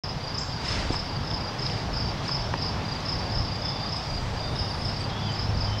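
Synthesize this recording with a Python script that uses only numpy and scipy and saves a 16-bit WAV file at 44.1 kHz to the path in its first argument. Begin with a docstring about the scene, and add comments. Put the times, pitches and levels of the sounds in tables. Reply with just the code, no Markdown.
"""Crickets beside a park path.

Two crickets chirp in the grass, scraping wing on wing, over distant traffic and an engine's drone.
Small birds whistle and chip far off among the trees; light wind rumbles at the microphone.
Close by: short rustles of cloth, and small knocks and brushes of a hand on the camera."""
import sys
import numpy as np
from scipy import signal
from scipy.fft import rfft, irfft
from scipy.io import wavfile
from scipy.ndimage import uniform_filter1d

SR = 44100
rng = np.random.default_rng(int(sys.argv[2]) if len(sys.argv) > 2 else 0)


def to_wav(s):
    """Save 16-bit WAV."""
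    ch = np.atleast_2d(s).T  # columns
    pcm = np.round(np.clip(ch, -1, 1) * 32767)  # PCM
    wavfile.write(sys.argv[1], SR, pcm.astype(np.int16))


N = 255780
TIME_S = np.arange(N) / SR

# Table levels are relative: gains and filters follow.
# noise spectra: freq_hz, density_db
TRAFFIC_SPECTRUM = [(30, -3), (90, 10.5), (140, 11.5), (200, 4.5), (320, -2), (500, -2), (850, 0),
                    (1100, -3), (1450, -8), (2600, -12), (3700, -12), (5600, -17), (8000, -35),
                    (13000, -49.5)]
WIND_SPECTRUM = [(10, -14), (25, -18), (45, 4.5), (75, 2.5), (110, -6), (200, -16), (400, -29),
                 (1500, -67.5)]
CHORUS_SPECTRUM = [(3900, -50), (4400, -18.5), (4850, 2.5), (5300, -1), (5500, -12), (5780, -8),
                   (6200, -22), (8000, -56)]
CLOTH_SPECTRUM = [(100, -8), (300, 7), (700, 1), (2000, 4), (3200, 0.5), (5000, 0), (7000, -10.5),
                  (9000, -20.5), (12000, -42), (16000, -50)]
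# road and engine envelopes: time_s, level_db
TRAFFIC_LEVELS = [(0.06, -41), (0.92, -40.5), (1.24, -40), (3.19, -38.5), (3.53, -40), (5.8, -39.5)]
ENGINE_LEVELS = [(0, -51), (1.7, -48), (2.3, -40), (2.7, -32), (3.0, -49), (3.35, -30), (3.7, -43),
                 (4.5, -38.5), (5.0, -34.5), (5.5, -28.5), (5.8, -32)]
# swells of wind, cloth and fingers: peak_s, level_db, length_s
WIND_GUSTS = [(.82, -30.5, .25), (1.96, -29, 0.17), (2.42, -34, 0.11), (3.22, -34, .12), (3.39, -27, .08),
              (4.25, -31.5, 0.37), (4.83, -31.5, 0.093), (5.49, -29, .2)]
CLOTH_RUBS = [(.715, -32.5, 0.18), (.93, -37, .04), (1.65, -43, 0.21), (2.26, -39, 0.051), (4.2, -50, 0.41)]
FINGER_BRUSHES = [(2.25, -64, .08), (3.0, -68, 0.31), (4.18, -60, 0.41)]
# bird whistles: start_s, length_s, level_db, start_hz, bend_hz, end_hz
BIRD_WHISTLES = [(.378, .021, -34.5, 5430, 7300, 7550), (3.61, .27, -44.5, 3530, 3540, 3720),
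                 (4.38, .15, -44.5, 3720, 3590, 3660), (4.49, .21, -45, 3670, 3690, 3660),
                 (4.46, .44, -50, 8750, 9400, 7350), (4.54, .13, -47, 2860, 2860, 2840),
                 (5.09, .21, -40.5, 3150, 3450, 3280), (5.22, .1, -40, 3180, 3110, 3000),
                 (5.66, .14, -40, 3130, 3060, 3100)]
# buzzy bird calls: middle_s, level_db, pitch_hz, glide_hz, length_s
BIRD_CHIPS = [(0.938, -46, 7600, 300, 0.022), (3.97, -51, 8050, -800, 0.019),
              (5.01, -52, 8100, -300, 0.052), (5.101, -37, 3750, -250, 0.021),
              (5.323, -49, 6900, 1800, 0.029)]
# knocks on the casing: start_s, level_db, pitch_hz
HAND_KNOCKS = [(0.905, -14, 270), (.943, -19, 1010), (1.313, -26, 3570), (1.666, -20.5, 4000),
               (1.699, -27, 2926), (2.292, -18, 1080), (2.5384, -21, 1800), (2.54, -14, 910),
               (3.005, -29, 5950), (3.560, -33, 7370), (4.565, -28, 3900), (4.897, -27, 4110)]
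# one closing of the wings: from_middle_s, pitch_hz, level_db
FAR_STROKE = [(-.013, 4760, 3), (-.008, 4880, -6.5), (-.004, 4900, 1.5), (0, 4760, 2), (.004, 4640, -1),
              (.008, 4450, -6), (0.01, 4330, -39)]
NEAR_STROKE = [(-.014, 5300, -24), (-.008, 5365, -8), (-.004, 5285, -1.5), (0, 5115, 0), (.004, 4910, -1.5),
               (.008, 4700, -10), (.012, 4500, -26)]
# far cricket's chirps: first_stroke_s, stroke_count
FAR_CHIRPS = [(0.21, 4), (.499, 4), (.794, 4), (1.064, 4), (1.382, 4), (1.683, 4), (1.955, 5), (2.261, 5),
              (2.581, 4), (2.859, 4), (3.16, 5), (3.456, 4), (3.732, 5), (4.073, 4), (4.377, 4), (4.682, 3),
              (4.942, 4), (5.238, 4), (5.552, 4)]
# near cricket's chirps: first_stroke_s, level_db
NEAR_CHIRPS = [(-.024, -28), (0.35, -23.5), (.657, -24.5), (.93, -25), (1.277, -26), (1.595, -24.5),
               (1.940, -25.5), (2.285, -22.5), (2.595, -24.5), (3.06, -24), (3.323, -24), (3.622, -25.5),
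               (3.897, -25.5), (4.561, -25.5), (4.822, -25.5), (5.361, -26.5), (5.578, -26.5), (5.790, -25)]


def amp(db):
    """Decibels to gain."""
    return 10 ** (np.asarray(db) / 20)


def unit_rms(x):
    """Scale to rms 1."""
    return x / np.sqrt(np.mean(np.abs(x) ** 2) + 1e-20)


def curve(rows):
    """Straight lines through (time_s, value) rows."""
    return np.interp(TIME_S, *np.transpose(rows))


def add(mix, start_s, sound):
    """Mix a sound in, cropped at both ends of the mix."""
    at = round(start_s * SR)
    sound = sound[max(-at, 0):]
    part = mix[max(at, 0):][:len(sound)]
    part += sound[:len(part)]


def butter(x, order, edges_hz, kind):
    """Butterworth filter."""
    return signal.sosfilt(signal.butter(order, edges_hz, kind, fs=SR, output="sos"), x)


def drift(rate_hz):
    """Smooth random motion, rms 1, rolling off above rate_hz."""
    hz = np.fft.rfftfreq(N, 1 / SR)
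    return unit_rms(irfft(rfft(rng.standard_normal(N)) * np.exp(-(hz / rate_hz) ** 2), N))


def flutter(smooth_samples):
    """Short stretch of fast random motion, rms 1."""
    window = signal.windows.hann(smooth_samples)
    return unit_rms(signal.fftconvolve(rng.standard_normal(4096), window, "same"))


def noise(spectrum, patchy_db):
    """Coloured noise, rms 1; level drifts in patches of time and frequency."""
    hz = np.fft.rfftfreq(2048, 1 / SR)
    real, imag, patches = rng.standard_normal((3, N // 512 + 5, len(hz)))
    patches = uniform_filter1d(patches, size=6, axis=0)
    patches = unit_rms(uniform_filter1d(patches, size=20, axis=1))
    freq_hz, density_db = np.transpose(spectrum)
    colour_db = np.interp(np.log(hz + 1), np.log(freq_hz), density_db)
    frames = (real + 1j * imag) * amp(colour_db + patchy_db * patches)
    return unit_rms(signal.istft(frames.T, nperseg=2048, noverlap=1536)[1][:N])


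def swells(rows, rise_share=.37):
    """Envelope of soft events: quick rise, slower fall, summed in power."""
    power = np.zeros(N)
    for peak_s, level_db, length_s in rows:
        u = (TIME_S - peak_s) / length_s
        rise = np.exp(-(u / rise_share) ** 2 / 2)
        fall = 1 / np.cosh(np.minimum(abs(u) / (1 - rise_share), 20))
        power += (amp(level_db) * np.where(u < 0, rise, fall)) ** 2
    return np.sqrt(power)


def scatter(x, t60_s, delay_s, echoes_per_s=4000, turn_hz=.75):
    """Echoes from trees and ground; moving air slowly crossfades three patterns."""
    t = np.arange(SR // 2) / SR
    taps = rng.standard_normal((3, len(t))) * (rng.random((3, len(t))) < echoes_per_s / SR)
    taps *= (t > delay_s) * amp(-60 * t / t60_s)
    taps /= np.linalg.norm(taps, axis=1, keepdims=True)
    fades = np.cos(np.pi * (2 * turn_hz * TIME_S + np.arange(3)[:, None] / 3)) * np.sqrt(2 / 3)
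    return signal.fftconvolve(x * fades, taps, axes=1).sum(0)[:N]


def traffic(gain_db=8):
    """Tyre roar and exhaust rumble from a distant road."""
    return amp(curve(TRAFFIC_LEVELS) + gain_db) * noise(TRAFFIC_SPECTRUM, patchy_db=.93)


def engine(firing_hz=104, waver_share=.0121, octave_db=-15, swell_db=2):
    """Firing note of one far engine, fading in and out on the air."""
    phase = 2 * np.pi * np.cumsum(firing_hz * (1 + waver_share * drift(rate_hz=4.8))) / SR
    level_db = curve(ENGINE_LEVELS) + swell_db * drift(rate_hz=4.2)
    return amp(level_db) * (np.sin(phase) + amp(octave_db) * np.sin(2 * phase))


def wind(gain_db=-1, breeze_db=-44):
    """Soft gusts on the microphone over a light breeze."""
    envelope = np.hypot(amp(breeze_db), swells(WIND_GUSTS))
    return amp(gain_db) * envelope * noise(WIND_SPECTRUM, patchy_db=.5)


def cricket_chorus(level_db=-49, flutter_db=3):
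    """Many far crickets, blended into one band of noise."""
    return noise(CHORUS_SPECTRUM, patchy_db=4.5) * amp(level_db + flutter_db * drift(rate_hz=38))


def bird_whistles(gain_db=-2.5, echo_db=.5, bend_power=1.3, dull_above_hz=6530, dull_db_per_khz=-4.5):
    """Gliding, nearly pure tones echoing among trees; the highest lose level on the way."""
    out = np.zeros(N)
    wobble = 1 + .004 * drift(rate_hz=80)
    for start_s, length_s, level_db, *contour_hz in BIRD_WHISTLES:
        t = np.arange(0, length_s, 1 / SR)
        progress = (t / length_s) ** bend_power  # bend falls after midway
        pitch_hz = np.polyval(np.polyfit([0, .5, 1], contour_hz, 2), progress)
        pitch_hz *= np.interp(start_s + t, TIME_S, wobble)
        dull_db = dull_db_per_khz * np.maximum(pitch_hz - dull_above_hz, 0) / 1000
        envelope = amp(level_db + dull_db) * signal.windows.tukey(len(t), .22)
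        add(out, start_s, envelope * np.sin(2 * np.pi * np.cumsum(pitch_hz) / SR))
    return amp(gain_db) * (out + amp(echo_db) * scatter(out, t60_s=.6, delay_s=.003))


def bird_chips(buzz_depth_hz=300, echo_db=-5):
    """Quick calls; fast pitch flutter makes them lisp."""
    out = np.zeros(N)
    for middle_s, level_db, pitch_hz, glide_hz, length_s in BIRD_CHIPS:
        u = np.linspace(-.5, .5, int(length_s * SR))
        sweep_hz = pitch_hz + glide_hz * u + buzz_depth_hz * flutter(70)[:len(u)]
        tone = np.sin(2 * np.pi * np.cumsum(sweep_hz) / SR)
        add(out, middle_s - length_s / 2, amp(level_db) * np.cos(np.pi * u) * tone)
    return out + amp(echo_db) * scatter(out, t60_s=.31, delay_s=.0046)


def finger_brushes(band_hz=(5400, 8400)):
    """Fingers slide on the casing: thin hiss."""
    hiss = butter(rng.standard_normal(N), 3, band_hz, "bandpass")
    return swells(FINGER_BRUSHES) * unit_rms(hiss)


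def cloth_rustle(grain_db=.6):
    """Cloth rubs close by in small, uneven catches."""
    rub = noise(CLOTH_SPECTRUM, patchy_db=.8)
    return swells(CLOTH_RUBS) * unit_rms(rub * amp(grain_db * drift(rate_hz=150)))


def hand_knocks(tick_gain=.18, rise_s=.00017, decay_at_1khz_s=.0015, damping_power=.4, cutoff_hz=6300):
    """Each touch: a dry tick and a few cycles of the damped casing."""
    out, t = np.zeros(N), np.arange(2048) / SR
    for start_s, level_db, pitch_hz in HAND_KNOCKS:
        decay_s = decay_at_1khz_s * (1000 / pitch_hz) ** damping_power
        tick = unit_rms(butter(rng.standard_normal(len(t)), 2, min(2.3 * pitch_hz, 7000), "lowpass"))
        ring = np.sin(2 * np.pi * pitch_hz * t)
        envelope = (1 - np.exp(-(t / rise_s) ** 2)) * np.exp(-t / decay_s)
        add(out, start_s, amp(level_db) * envelope / envelope.max() * (ring + tick_gain * tick))
    return butter(out, 4, cutoff_hz, "lowpass")


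def wing_stroke(shape, shift_hz, roughness, uneven_db=.9, wander_hz=14):
    """Scraper runs along the file; the tone sinks as the stroke slows. No two strokes alike."""
    time_s, pitch_hz, level_db = np.transpose(shape)
    t = np.arange(time_s[0], time_s[-1], 1 / SR)
    teeth, slip = flutter(130)[:len(t)], flutter(130)[:len(t)]
    force, tuning, lean = rng.standard_normal(3)
    sweep_hz = np.interp(t, time_s, pitch_hz) + shift_hz + wander_hz * tuning
    phase = 2 * np.pi * np.cumsum(sweep_hz) / SR + roughness * slip
    pressure_db = uneven_db * (force + 2 * lean * np.linspace(-1, 1, len(t)))
    envelope = amp(np.interp(t, time_s, level_db) + pressure_db) * signal.windows.tukey(len(t), .2)
    return envelope * (1 + roughness * teeth) * np.sin(phase)


def far_cricket(gap_s=.0335, slowing_s=.0014, first_db=-3, lead_s=.031, lead_db=-12,
                base_db=-34.5, growth_db_per_s=.32, direct_db=-1.5, echo_db=-4):
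    """Lower, softer cricket: a faint, flat lead-in, then strokes that slow through the chirp."""
    out = np.zeros(N)
    for chirp_s, stroke_count in FAR_CHIRPS:
        start_s = chirp_s + FAR_STROKE[0][0]
        level_db = base_db + growth_db_per_s * chirp_s
        lead = wing_stroke(FAR_STROKE, shift_hz=-200, roughness=.23)
        add(out, start_s - lead_s, amp(level_db + lead_db) * lead)
        for k in range(stroke_count):
            stroke = wing_stroke(FAR_STROKE, shift_hz=0, roughness=.12)
            at_s = start_s + k * gap_s + slowing_s * k * (k - 1) / 2
            add(out, at_s, amp(level_db + first_db * (k == 0)) * stroke)
    return amp(direct_db) * out + amp(echo_db) * scatter(out, t60_s=.45, delay_s=.003)


def near_cricket(gap_s=.033, slowing_s=.0018, first_db=-4, first_shift_hz=-50,
                 grass_db=-1.5, trees_db=-5, top_band_hz=(5280, 5470)):
    """Three strokes a chirp, the first weak; grass scatters a slowly growing share."""
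    direct, scattered = np.zeros((2, N))
    for chirp_s, level_db in NEAR_CHIRPS:
        start_s = chirp_s + NEAR_STROKE[0][0]
        direct_share = .66 - .035 * chirp_s
        for k in range(3):
            stroke = wing_stroke(NEAR_STROKE, first_shift_hz * (k == 0), roughness=.21)
            stroke *= amp(level_db + first_db * (k == 0))
            at_s = start_s + k * gap_s + slowing_s * k * (k - 1) / 2
            add(direct, at_s, np.sqrt(direct_share) * stroke)
            add(scattered, at_s, np.sqrt(1 - direct_share) * stroke)
    grass = scatter(scattered, t60_s=.28, delay_s=.004)
    # top of each sweep carries furthest, returns from the trees
    sweep_top = butter(scattered, 3, top_band_hz, "bandpass")
    trees = scatter(2 * sweep_top, t60_s=.45, delay_s=.055)
    return direct + amp(grass_db) * grass + amp(trees_db) * trees


def scene(side_db=-21):
    """Near-mono mix; only faint cricket echoes differ between channels."""
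    crickets = near_cricket() + far_cricket() + cricket_chorus()
    background = bird_whistles() + bird_chips() + traffic() + engine() + wind()
    handling = hand_knocks() + cloth_rustle() + finger_brushes()
    mid = crickets + background + handling
    side = amp(side_db) * scatter(crickets, t60_s=.074, delay_s=.001)
    return np.array([mid + side, mid - side])


def record(dry, hiss_db=-66, hiss_from_hz=3200, start_s=.036, cutoff_hz=15800):
    """Recorder: faint high hiss per channel, 1 ms fade-in at start_s, band limit."""
    hiss = butter(rng.standard_normal(dry.shape), 4, hiss_from_hz, "highpass")
    fade_in = np.clip((TIME_S - start_s) * 1000, 0, 1)
    lowpass = signal.firwin(511, cutoff_hz, window=("kaiser", 9), fs=SR)
    return signal.oaconvolve((dry + amp(hiss_db) * hiss) * fade_in, lowpass[None], "same")


dry = scene()
out = record(dry)
to_wav(out)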